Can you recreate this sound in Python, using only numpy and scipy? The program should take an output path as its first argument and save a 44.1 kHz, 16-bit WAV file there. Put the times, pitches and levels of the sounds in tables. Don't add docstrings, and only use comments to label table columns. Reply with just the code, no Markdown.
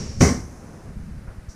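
import sys
import numpy as np
from scipy import signal
from scipy.fft import rfft, irfft, next_fast_len
from scipy.io import wavfile
from scipy.ndimage import map_coordinates

SR = 44100
rng = np.random.default_rng(int(sys.argv[2]) if len(sys.argv) > 2 else 0)


def dump(signal):
    limited = np.clip(np.atleast_2d(signal).T, -1, 1)
    pcm = np.round(limited * 32767).astype(np.int16)
    wavfile.write(sys.argv[1], SR, pcm)


N = 68355
TOUCH_S = 0.2055

# start in seconds, air push in dB, slap in dB.
LANDINGS = [(0.2100, -2.5, -15), (0.2259, -8, -19)]
# frequency in Hz, relative density in dB.
HISS_SPECTRUM = [(1500, -34), (3400, -23), (4300, -10), (5100, -6.5), (5800, 1.5), (6500, -5), (7400, -10),
                 (9200, -15), (11000, -30.5), (13000, -27), (15500, -41)]
# frequency in Hz, relative density in dB.
RUMBLE_SPECTRUM = [(25, -6), (70, 0), (120, -4), (200, -5), (235, -11), (285, -24), (400, -34), (800, -60),
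                   (2000, -110)]


def amp(db):
    return 10 ** (np.asarray(db) / 20)


def unit(x):
    return x / np.sqrt(np.mean(x ** 2) + 1e-20)


def time_s():
    return np.arange(N) / SR


def interp_log_hz(points, hz):
    point_hz, values = np.transpose(points)
    return np.interp(np.log(hz + 1), np.log(point_hz + 1), values)


def envelope(points):
    return amp(np.interp(time_s(), *np.transpose(points)))


def coloured(x, spectrum):
    n_fft = 2 * next_fast_len(N)
    gain = unit(amp(interp_log_hz(spectrum, np.fft.rfftfreq(n_fft, 1 / SR))))
    cepstrum = irfft(np.log(np.maximum(gain, 1e-6)))
    cepstrum[1:n_fft // 2] *= 2
    cepstrum[n_fft // 2 + 1:] = 0
    return irfft(rfft(x, n_fft) * np.exp(rfft(cepstrum)))[:N]


def noise(spectrum):
    return unit(coloured(rng.standard_normal(N), spectrum))


def grains(per_s):
    return unit(rng.standard_normal(N) * (rng.random(N) < per_s / SR))


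def burst(start_s, rise_s, t60_s):
    age_s = np.maximum(time_s() - start_s, 0)
    return (1 - np.exp(-age_s / rise_s)) * amp(-60 * age_s / t60_s)


def ring(modes, start_s, rise_s, drift_rad):
    t, out = time_s(), np.zeros(N)
    for hz, db, t60_s in modes:
        wander = map_coordinates(rng.standard_normal(100), [t * 50])
        phase = 2 * np.pi * hz * (t - start_s) + drift_rad * wander
        out += amp(db) * np.sin(phase) * burst(start_s, rise_s, t60_s)
    return out


def room(x, wet_db, build_s=0.009):
    # frequency in Hz, T60 in seconds.
    decay = [(100, 0.52), (450, 0.31), (1000, 0.42), (3000, 0.35), (6000, 0.34), (14000, 0.35)]
    hz, t, bands = signal.stft(rng.standard_normal(SR), SR, nperseg=256)
    t60_s = interp_log_hz(decay, hz)[:, None]
    tail = signal.istft(bands * amp(-60 * t / t60_s), SR, nperseg=256)[1]
    tail *= 1 - np.exp(-np.arange(len(tail)) / SR / build_s)
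    return x + amp(wet_db) * signal.fftconvolve(x, tail / np.linalg.norm(tail))[:N]


def background():
    # frequency in Hz, relative density in dB.
    floor_spectrum = [(100, -8.5), (250, 4.5), (500, 2), (900, -5), (1500, -3.5), (2200, -8.5), (3300, -19),
                      (5000, -15.5), (7500, -20.5), (9800, -18.5), (12000, -26.5), (15000, -32)]
    # time in seconds, gain in dB.
    pulses = [(0.9747, -29.5), (1.08, -35), (1.18, -27.5), (1.2833, -25.5), (1.385, -26.5), (1.489, -26)]
    width_s = 0.0026
    out = amp(-52) * noise(floor_spectrum)
    for at_s, db in pulses:
        widths = (time_s() - at_s) / width_s
        crest = np.exp(-(widths + 0.5) ** 2)
        trough = 0.78 * np.exp(-((widths - 2.3) / 2.34) ** 2)
        out += amp(db) * (crest - trough)
    return out


def movement():
    # time in seconds, level in dB.
    tread_levels = [(.4, -35), (.55, -44), (.75, -43.5), (.9, -36.5), (1.05, -35), (1.17, -37.5),
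                    (1.35, -43), (1.55, -46.5)]
    shuffle_levels = [(.35, -42), (.5, -48), (.7, -44.5), (.9, -47.5), (1.02, -62), (1.15, -80)]
    # frequency in Hz, relative density in dB.
    shuffle_spectrum = [(80, -13), (160, -1), (320, 0), (600, -8), (1000, -13), (2000, -26), (3500, -48),
                        (8000, -63)]
    scuff_spectrum = [(80, -23), (200, -12), (550, 6.5), (900, -4), (1400, -1.5), (2200, -14), (3500, -31),
                      (8000, -67)]
    tread = envelope(tread_levels) * noise(RUMBLE_SPECTRUM)
    shuffle = envelope(shuffle_levels) * noise(shuffle_spectrum)
    fade_in = np.clip((time_s() - TOUCH_S) / 0.14, 0, 1)
    scuff = amp(-41.5) * burst(start_s=1.268, rise_s=0.011, t60_s=0.31) * noise(scuff_spectrum)
    sleeve = amp(-45.5) * burst(start_s=1.486, rise_s=0.011, t60_s=0.3) * noise(HISS_SPECTRUM)
    return fade_in * (tread + shuffle) + scuff + sleeve


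def straps():
    # frequency in Hz, relative density in dB.
    slide_spectrum = [(100, -14), (190, -1), (300, -9), (450, -6), (750, -19), (1500, -23), (2400, -23),
                      (3600, -29), (4800, -19), (5800, -16), (7000, -22), (10000, -39), (14000, -58),
                      (16000, -80)]
    zip_spectrum = [(4000, -70), (5400, -15), (5590, 0), (5780, -15), (7200, -70)]
    # time in seconds, level in dB.
    rumble_levels = [(0, -25.5), (.11, -36.5), (.19, -30)]
    slide_t60_s, landed_db_per_s = 1.1, -150
    t = time_s()
    slide = amp(-35.5) * noise(slide_spectrum) + amp(-43.5) * noise(zip_spectrum)
    slide *= amp(-60 * t / slide_t60_s)
    rumble = envelope(rumble_levels) * noise(RUMBLE_SPECTRUM)
    return (slide + rumble) * amp(landed_db_per_s * np.maximum(t - TOUCH_S, 0))


def sand():
    # frequency in Hz, relative density in dB.
    trickle_spectrum = [(2000, -28), (3600, -41), (5000, -5), (6100, 1), (7500, -7.5), (10500, -11),
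                        (12000, -18), (15000, -26)]
    lead_in_s = 0.0083
    lead_in = amp(-37) * np.exp(-np.abs(time_s() - TOUCH_S) / lead_in_s)
    blow = amp(-20.5) * burst(TOUCH_S, rise_s=0.0065, t60_s=0.24)
    crunch = (lead_in + blow) * grains(per_s=11000)
    trickle = amp(-54) * burst(TOUCH_S, rise_s=0.1, t60_s=2.48) * grains(per_s=4000)
    return room(coloured(crunch, HISS_SPECTRUM) + coloured(trickle, trickle_spectrum), wet_db=2.5)


def slap():
    # frequency in Hz, relative density in dB.
    slap_spectrum = [(40, -19), (100, 1), (200, 3), (400, 3), (560, -3), (660, -10.5), (850, -13),
                     (1100, -11.5), (1650, -14.5), (2050, -11.5), (2500, -23.5), (3400, -29), (6000, -54),
                     (11000, -49), (15000, -64)]
    smack_spectrum = [(60, -10), (200, 2), (420, 2), (680, -13), (1300, -10.5), (1700, -14), (2000, -1),
                      (2400, -11.5), (3300, -24), (4500, -19.5), (6000, -11.5), (7500, -29), (11000, -49),
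                      (15000, -37)]
    # frequency in Hz, relative level in dB, T60 in seconds.
    buckle_modes = [(1050, -9, .25), (2010, -2, .18), (2072, -2, .2), (5685, -1, .3), (6010, 0, .38),
                    (6440, -2, .28), (9400, -12, .5)]
    first_s = LANDINGS[0][0]
    contact = amp(-20.5) * burst(TOUCH_S, rise_s=0.00078, t60_s=0.024)
    for start_s, _, slap_db in LANDINGS:
        contact += amp(slap_db) * burst(start_s, rise_s=0.0007, t60_s=0.083)
    smack = amp(-13) * burst(first_s - 0.002, rise_s=0.0012, t60_s=0.1) * noise(smack_spectrum)
    buckles = amp(-32) * ring(buckle_modes, first_s, rise_s=0.003, drift_rad=1.0)
    cloth = coloured(contact * grains(per_s=12000), slap_spectrum)
    return room(cloth, wet_db=6.5) + smack + buckles


def thud():
    # frequency in Hz, relative level in dB, T60 in seconds.
    room_modes = [(66.94, -1.5, 0.65), (83, 3, .36), (112.6, -0.5, 0.31), (157.9, -0.5, .42),
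                  (191.8, 3, 0.324), (248.2, 7.5, 0.16), (283.3, -9, 0.21), (310, -8, 0.23),
                  (391, -5, 0.24), (469, -2.5, 0.274), (537, -8.5, .17)]
    push_hz, push_sigma_s = 115, 0.0034
    out = amp(-13.5) * ring(room_modes, TOUCH_S, rise_s=0.007, drift_rad=0.48)
    for start_s, push_db, _ in LANDINGS:
        t = time_s() - start_s - push_sigma_s
        window = np.exp(-(t / push_sigma_s) ** 2 / 2)
        out += amp(push_db) * np.sin(2 * np.pi * push_hz * t) * window
    return out


def scene():
    return (thud() + slap() + sand() + straps() + movement() + background())[None]


def record(dry):
    ceiling, cutoff_hz = 0.95, 15250
    clipped = dry / (1 + np.abs(dry / ceiling) ** 6) ** (1 / 6)
    n_fft = 2 * next_fast_len(N)
    passband = np.fft.rfftfreq(n_fft, 1 / SR) < cutoff_hz
    return irfft(rfft(clipped, n_fft) * passband, n_fft)[..., :N]


dry = scene()
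out = record(dry)
dump(out)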